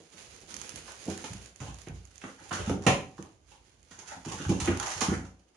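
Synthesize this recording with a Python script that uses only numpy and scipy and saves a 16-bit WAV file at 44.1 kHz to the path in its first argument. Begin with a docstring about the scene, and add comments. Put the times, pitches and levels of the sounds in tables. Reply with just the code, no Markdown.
"""Cloth rustles and ticks close to the right, over soft knocks; then a kitten claws a rope-wound scratching post.
Claws drag over the strands as random snaps and tear loose in short, fading bursts.
Paws and body knock the hollow post, heard as a set of decaying modes, and a bare-walled room rings on.
The microphone is a hand-held phone with two ports; hand rumble and a thin hiss lie underneath."""
import sys
import numpy as np
from scipy import signal
from scipy.fft import rfft, irfft
from scipy.io import wavfile

SR = 44100
rng = np.random.default_rng(int(sys.argv[2]) if len(sys.argv) > 2 else 0)


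def transcribe(signal):
    """Save signal, clipped to [-1, 1], as a 16-bit WAV file at the path in sys.argv[1]."""
    frames = np.atleast_2d(signal).T
    limited = np.clip(frames, -1, 1)
    pcm = np.round(limited * 32767).astype(np.int16)
    wavfile.write(sys.argv[1], SR, pcm)


N = 245195
RING = SR * 3 // 4  # longest ringing, in samples

# Strokes of the claws over the rope.
# Each row: start in seconds, length in seconds, level in dB before the layer gains, relative treble in dB.
CLAW_DRAGS = [(1.076, .12, -54, 4), (1.24, 0.056, -58, -17), (1.601, 0.1, -46, -11),
              (2.23, 0.069, -51.5, -16), (2.369, .1, -52, -4), (2.515, .195, -37, -1.5),
              (2.803, 0.092, -48.5, 3), (3.18, 0.072, -59, -7), (3.497, 0.051, -58, -9.5),
              (3.938, 0.097, -51, 1), (4.049, 0.11, -49, 4.5), (4.255, 0.34, -41.5, 2),
              (4.587, 0.16, -37.5, -0.5), (4.743, 0.12, -40, 0.5), (4.846, 0.14, -40, 6.5),
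              (5.029, 0.12, -34, -25), (5.25, 0.017, -53, -21)]
# Spectrum of the rasping rope. Each row: frequency in Hz, gain in dB.
ROPE_SPECTRUM = [(80, -11), (250, -3.5), (600, 2.5), (830, 7.5), (1300, 2.5), (2000, -6.5), (3000, -3.5),
                 (5000, -13), (11000, -17.5)]
# Spectrum of the loose fibres. Each row: frequency in Hz, gain in dB.
FIBRE_SPECTRUM = [(300, -37.5), (1500, -2), (3000, -2), (6000, 5.5), (11000, -6)]
# a stroke grips quickly, weakens as the leg draws in, and lets go
DRAG_ATTACK_S, DRAG_SAG_DB_PER_S, DRAG_RELEASE_S = 0.027, 17.5, 0.0053


def drags(rope_db=0.0, fibre_db=-5, jerk_db=4, jerk_rate=60):
    """Claws stick and slip from strand to strand: the rope rasps low, its loose fibres crackle high."""
    grip, fray = np.zeros((2, N))
    for start_s, length_s, db, treble_db in CLAW_DRAGS:
        envelope = stroke(start_s, length_s, DRAG_ATTACK_S, DRAG_SAG_DB_PER_S, DRAG_RELEASE_S)
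        pull = undb(db) * envelope
        grip += pull
        fray += pull * undb(treble_db)
    jerks = unit(undb(jerk_db * walk(jerk_rate)))
    slips = snaps(rate=1500, spread_db=4.5) * grip * jerks
    # every strand has its own tension, so the octave bands of the rasp wander separately
    rasp = np.zeros(N)
    for low_hz in 75 * 2 ** np.arange(7):
        band = butter(slips + 1e-18, [low_hz, 2 * low_hz], "band")
        rasp += band * unit(undb(3.5 * walk(25)))
    crackle = snaps(rate=2000, spread_db=13.0) * fray * jerks
    scrape = undb(rope_db) * colour(rasp, ROPE_SPECTRUM) + undb(fibre_db) * colour(crackle, FIBRE_SPECTRUM)
    return place(scrape, left_db=-17, right_db=1.0, room_db=3.0)


# A claw catches and tears through fibres.
# Each row: start in seconds, level in dB before the layer gains, fading time constant in seconds,
# relative treble in dB, ring of the plucked strand in Hz.
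CLAW_RIPS = [(0.876, -40, 0.022, -10, 1080), (1.241, -28.5, 0.0064, 5, 2500),
             (1.601, -39.5, 0.022, 4.5, 1320), (1.868, -37, 0.0097, -15, 1620),
             (2.214, -36.5, 0.0078, -2, 1710), (2.238, -26.5, 0.0039, -19, 1210),
             (2.509, -23, 0.014, -21, 1160), (2.528, -37.5, 0.019, 16, 1700), (2.695, -18, 0.0024, -2, 880),
             (2.865, -10, 0.016, -3, 2030), (3.179, -39.5, 0.0063, -1, 838),
             (3.909, -45.5, 0.028, 6.5, 1370), (3.989, -43, 0.0029, 18, 1000),
             (4.249, -36.5, 0.0073, 9, 830), (4.45, -29, 0.0046, -2, 1480), (4.493, -32, 0.0075, 9.5, 2330),
             (4.6, -31.5, 0.014, 12.5, 2750), (4.674, -19, 0.011, -12, 1710),
             (4.799, -16, 0.0021, 4.5, 880), (4.826, -26.5, 0.0074, 7, 1300), (4.867, -27.5, 0.007, 1, 770),
             (5.009, -23, 0.023, 8.5, 825), (5.137, -33.5, 0.0074, 5.5, 1610),
             (5.248, -48.5, 0.016, 6.5, 1210), (5.393, -62, .01, 10, 680),
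             (5.546, -55.5, 0.0077, 0.5, 1290)]


def rips(rope_db=-1, fibre_db=-2, strand_db=-4, bite_s=0.00085):
    """A hooked claw bites and tears loose: snaps that fade out and set the strand ringing."""
    rope, strands, fibres = np.zeros((3, N))
    t = np.arange(RING) / SR
    coarse = snaps(rate=5000, spread_db=4.5)
    fine = snaps(rate=10000, spread_db=0.5)
    for start_s, db, fade_s, treble_db, strand_hz in CLAW_RIPS:
        bite = 1 - np.exp(-t / bite_s)
        pull = undb(db) * np.exp(-t / max(fade_s, 1 / SR)) * bite
        first = rng.integers(N - RING)  # a random stretch of snaps for each rip
        tear = pull * coarse[first:first + RING]
        ring = butter(tear, [strand_hz / 1.45, strand_hz * 1.45], "band")
        add(rope, start_s, tear)
        add(strands, start_s, ring * np.sqrt(SR / strand_hz) / 2)  # evens out the bandwidths
        add(fibres, start_s, pull * undb(treble_db + fibre_db) * fine[first:first + RING])
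    sound = undb(rope_db) * colour(rope, ROPE_SPECTRUM) + undb(strand_db) * strands
    sound = sound + colour(fibres, FIBRE_SPECTRUM)
    return place(sound, left_db=-17.5, right_db=-6.0, room_db=-5.0)


# Paws and body knock the post.
# Each row: start in seconds, level in dB, pitch of the contact in Hz (low for soft pads, high for hard claws).
POST_KNOCKS = [(0, -54.5, 430), (0.14, -57, 373), (0.428, -56.5, 397), (0.535, -52, 192), (0.735, -48, 178),
               (1.062, -44, 300), (1.0798, -30, 383), (1.155, -47, 327), (1.239, -46, 390), (1.3, -40, 93),
               (1.347, -44.5, 170), (1.602, -38.5, 110), (1.614, -44.5, 365), (1.68, -42.5, 127),
               (1.871, -42, 276), (1.895, -39, 126), (2.235, -40.5, 274), (2.41, -55.5, 258),
               (2.515, -38.5, 257), (2.591, -37, 111), (2.672, -28.5, 195), (2.697, -26, 335),
               (2.733, -54, 110), (2.865, -18, 380), (3.188, -39, 266), (3.907, -55, 199),
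               (3.984, -56.5, 249), (4.166, -49, 167), (4.26, -36.5, 202), (4.331, -44, 195),
               (4.399, -37.5, 256), (4.46, -30, 81), (4.491, -21, 210), (4.513, -29, 335), (4.613, -33, 98),
               (4.677, -21.5, 268), (4.954, -45, 88.6), (5.014, -32, 327), (5.082, -25, 204),
               (5.114, -26, 308), (5.395, -68, 391)]
# Ringing of the post on its base and floor, before each blow reshapes it.
# Each row: frequency in Hz, level in dB, time to fade by 60 dB in seconds.
POST_MODES = [(60.2, -7, 0.58), (89.7, -0.5, .33), (112.9, -11, 0.46), (166, -1.5, 0.12), (191.8, 2, 0.14),
              (273.3, -1.5, 0.15), (326, 0, 0.16), (401, -10.5, 0.33), (485.6, -11, 0.27), (553, -10, 0.34),
              (760, -10, 0.57), (850, -21, 0.26), (970, -11, 0.074), (1100, -9.5, 0.16)]


def knocks(thud_s=0.015, thud_db=-1, room_db=-4, push_s=0.0016, above=1.35):
    """Each blow rings the post and shakes its padded base; softer contacts reach only the lower modes."""
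    t = np.arange(RING) / SR
    hz, db, t60_s = np.transpose(POST_MODES)[:, :, None]
    modes = undb(db) * np.sin(2 * np.pi * hz * t) * np.exp(-np.log(1000) * t / t60_s)
    out = np.zeros((2, N))
    for start_s, level_db, contact_hz in POST_KNOCKS:
        # where the paw lands sets the sign and share of each mode
        signs = rng.choice([-1, 1], len(POST_MODES))
        shares = signs * undb(2 * rng.standard_normal(len(POST_MODES)))
        thud = butter(rng.standard_normal(RING), [85, max(2 * contact_hz, 120)], "band")
        thud = thud * np.exp(-t / thud_s)
        push = 1 - np.exp(-t / push_s)
        body = (unit(shares @ modes) + undb(thud_db) * unit(thud)) * push
        body = butter(body, above * contact_hz, "low", order=3)
        body = butter(body, 0.42 * contact_hz, "high")
        sound = body + undb(room_db) * convolve(body, room())
        onset_level = np.std(sound[:, :SR // 40])  # the first 25 ms set the loudness
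        add(out, start_s, sound * undb(level_db) / onset_level)
    return out


# Slides of cloth close to the phone.
# Each row: start in seconds, length in seconds, level in dB before the layer gains.
CLOTH_SLIDES = [(-.06, 0.052, -48), (0.061, 0.377, -55), (0.15, 0.11, -55.5), (0.426, 0.36, -47.5),
                (0.8, 0.29, -49), (1.006, 0.45, -50.5), (1.538, 0.28, -52), (1.894, 0.29, -63),
                (2.129, 0.22, -57.5), (2.373, 0.28, -53), (3.004, 0.28, -64.5), (3.443, 0.072, -56),
                (3.604, .12, -62.5), (3.80, 0.11, -65.5), (4.067, 0.193, -58), (5.42, 0.068, -78)]
# Spectrum of the sliding cloth. Each row: frequency in Hz, gain in dB.
CLOTH_SPECTRUM = [(40, -23.5), (90, -9), (200, 2.5), (450, 5.5), (800, -3), (2000, -2.5), (5000, 3.5),
                  (11000, -3.5)]
# Spectrum of a snagging thread, also played by ticks(). Each row: frequency in Hz, gain in dB.
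THREAD_SPECTRUM = [(100, 3.5), (1000, -3), (3000, 1.5), (6000, 7.5), (11000, 3.5)]
# a slide gathers speed, slows gradually and comes to rest
SLIDE_ATTACK_S, SLIDE_SAG_DB_PER_S, SLIDE_RELEASE_S = 0.092, 1.5, 0.042


def rustle(level_db=-2, flutter_db=2.5, snag_db=-4, rest_db=-75):
    """Cloth sliding beside the right port: fine, dense grains, and now and then a thread that snags."""
    slides = np.zeros(N)
    for start_s, length_s, db in CLOTH_SLIDES:
        envelope = stroke(start_s, length_s, SLIDE_ATTACK_S, SLIDE_SAG_DB_PER_S, SLIDE_RELEASE_S)
        slides += undb(db) * envelope
    speed = (slides + undb(rest_db)) * undb(level_db + flutter_db * walk(45))
    grains = colour(snaps(rate=8200, spread_db=7.0) * speed, CLOTH_SPECTRUM)
    snags = colour(snaps(rate=70, spread_db=4) * speed * undb(snag_db), THREAD_SPECTRUM)
    close_snags = snags * undb([[-13], [0]])  # left and right port, without room
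    return place(grains, left_db=-26.0, right_db=3.5, room_db=1.0) + close_snags


# The sharpest single ticks of thread.
# Each row: start in seconds before a tiny fixed delay, level in dB before the layer gains.
THREAD_TICKS = [(0.509, -43), (0.5416, -25.5), (0.5658, -24.5), (0.615, -25), (0.6927, -23.5),
                (0.7587, -23.5), (0.9202, -30.5), (1.0549, -30.5), (1.1006, -26.5), (1.1764, -27.5),
                (1.3336, -28.5), (1.4598, -34), (1.5599, -36), (1.7434, -34.5), (1.7865, -35),
                (1.8167, -34), (1.8844, -36), (2.0525, -39.5), (2.157, -39), (2.1798, -34.5), (2.4936, -33),
                (2.5272, -26.5), (2.8661, -15), (3.2253, -33), (3.829, -45.5), (4.259, -33), (4.6025, -25),
                (4.6574, -22), (4.773, -25.5), (4.799, -19), (4.8686, -30), (5.0071, -18)]


def ticks(level_db=4, fade_s=0.0022, scuff_db=-11):
    """Single threads snag and let go: a click with a tiny scuff behind it."""
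    out = np.zeros(N)
    t = np.arange(SR // 100) / SR
    for start_s, db in THREAD_TICKS:
        click = undb(scuff_db) * rng.standard_normal(len(t)) * np.exp(-t / fade_s)
        click[0] = 1
        add(out, start_s + 0.00037, undb(db + level_db) * click)
    return place(colour(out, THREAD_SPECTRUM), left_db=-20, right_db=5.5, room_db=-3.5)


def handling(level_db=-59, left_db=-6, low_hz=52, high_hz=115, moving_s=4.9,
             attack_s=0.35, sag_db_per_s=0.6, release_s=0.1):
    """The hand's small tremors rumble through the phone's case while it follows the kitten."""
    rumble = unit(butter(rng.standard_normal(N), [low_hz, high_hz], "band"))
    movement = stroke(0, moving_s, attack_s, sag_db_per_s, release_s)
    return rumble * movement * undb(level_db + 2 * walk(18)) * undb([[left_db], [-2]])


# Spectrum of the quiet room. Each row: frequency in Hz, gain in dB.
AIR_SPECTRUM = [(20, 1), (65, 2), (120, -8), (300, 6), (700, -2.5), (2000, -16), (5000, -11.5),
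                (11000, -27)]


def air(level_db=-71):
    """Faint rumble of the room, alike at both ports, under a thin hiss that differs between them."""
    rumble = butter(rng.standard_normal(N), 400, "low")
    hiss = butter(rng.standard_normal((2, N)), 400, "high")
    return colour(rumble + hiss, AIR_SPECTRUM) * undb(level_db + 2 * walk(0.91))


ROOM_T60_LOW_S, ROOM_T60_HIGH_S = 0.42, 0.34  # time to fade by 60 dB


def room(shared_hz=620, build_s=0.0015, apart_db=-10):
    """Diffuse tail of bare walls, unit energy; long waves reach both ports nearly alike."""
    t = np.arange(RING) / SR
    waves = rng.standard_normal(RING) + undb(apart_db) * rng.standard_normal((2, RING))
    low = butter(waves, shared_hz, "low") * np.exp(-np.log(1000) * t / ROOM_T60_LOW_S)
    high = butter(rng.standard_normal((2, RING)), shared_hz, "high")
    high = high * np.exp(-np.log(1000) * t / ROOM_T60_HIGH_S)
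    return unit((low + high) * (1 - np.exp(-t / build_s))) / np.sqrt(RING)


def place(x, left_db, right_db, room_db, count=3):
    """The direct sound at each port, and a tail whose echoes change as the point of contact moves."""
    paths = np.array([walk(110) for _ in range(count)])
    paths = paths / np.linalg.norm(paths, axis=0)
    direct = x * undb([[left_db], [right_db]])
    tail = sum(convolve(x * path, room()) for path in paths)
    return direct + undb(room_db) * tail


def stroke(start_s, length_s, attack_s, sag_db_per_s, release_s):
    """Envelope of one rubbing movement: it swells, sags while it lasts, then dies away."""
    t = np.maximum(np.arange(N) / SR - start_s, 0)
    swell = np.sin(np.pi / 2 * np.minimum(t / attack_s, 1)) ** 2
    release = np.exp(-np.maximum(t - length_s, 0) / release_s)
    return swell * undb(-sag_db_per_s * t) * release


def snaps(rate, spread_db):
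    """Fibres let go at random, rate times a second, many weakly and a few strongly; rms 1."""
    sizes = undb(spread_db * np.minimum(rng.exponential(size=N), np.pi))
    happens = rng.random(N) < rate / SR
    return unit(happens * sizes * rng.choice([-1, 1], N))


def walk(rate):
    """Random wander with a spread near 1, joining rate random points a second by straight lines."""
    steps = rng.standard_normal(8192)
    return np.interp(np.arange(N) / SR * rate, np.arange(len(steps)), steps)


def undb(db):
    """Decibels to gain."""
    return 10 ** (np.asarray(db) / 20)


def unit(x):
    """Scale to rms 1."""
    return x / np.sqrt(np.mean(x ** 2))


def add(track, s, sound):
    """Mix a sound into a track at a time in seconds."""
    start = max(int(s * SR), 0)
    track[..., start:start + sound.shape[-1]] += sound[..., :N - start]


def convolve(x, response):
    """Pass a sound through a response, keeping its length."""
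    return signal.fftconvolve(np.atleast_2d(x), np.atleast_2d(response), axes=-1)[:, :x.shape[-1]]


def response(points, size=4096):
    """Minimum-phase impulse response with a spectrum given as (Hz, dB) points."""
    hz, db = np.transpose(points)
    bins_hz = np.arange(size // 2 + 1) * SR / size
    gain = undb(np.interp(np.log(bins_hz + 1), np.log(hz), db))
    # folding the cepstrum onto positive times makes the response causal
    cepstrum = irfft(np.log(gain))
    cepstrum[1:size // 2] *= 2
    cepstrum[size // 2 + 1:] = 0
    return irfft(np.exp(rfft(cepstrum)))


def colour(x, points):
    """Give a white sound a spectrum without changing its power."""
    h = response(points)
    return convolve(x, h / np.linalg.norm(h))


def butter(x, hz, kind, order=2):
    """Gentle low-, high- or band-pass."""
    edges_hz = np.clip(hz, 10, SR / 2 - 1000)
    return signal.sosfilt(signal.butter(order, edges_hz, kind, fs=SR, output="sos"), x)


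def scene():
    """Kitten and post, the small noises close to the phone, and the quiet room."""
    return drags() + rips() + knocks() + rustle() + ticks() + handling() + air()


# Colour of the two microphone ports. Each row: frequency in Hz, left gain in dB, right gain in dB.
PORT_COLOURS = [(20, -14.5, -15.5), (52.4, -1, 0), (300, -3, -0.5), (960, 2.5, 1), (2000, 3, 2.5),
                (2966, -0.5, 1.5), (3800, -2.5, -4.5), (5600, -7.5, -3), (6530, -5.5, 4), (6910, -3, 2.5),
                (7970, -13.5, -8.5), (9770, -4.5, -0.5), (10890, -7, -6), (12170, -23, -29)]
TOP_HZ = 11850  # upper limit of the phone


def record(dry):
    """Each port adds its own treble resonances; the phone cuts the top with a steep low-pass."""
    ports = np.array(PORT_COLOURS)
    left, right = response(ports[:, [0, 1]]), response(ports[:, [0, 2]])
    heard = convolve(dry, np.array([left, right]))
    return signal.sosfilt(signal.ellip(8, 0.2, 70, TOP_HZ, fs=SR, output="sos"), heard)


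dry = scene()
out = record(dry)
transcribe(out)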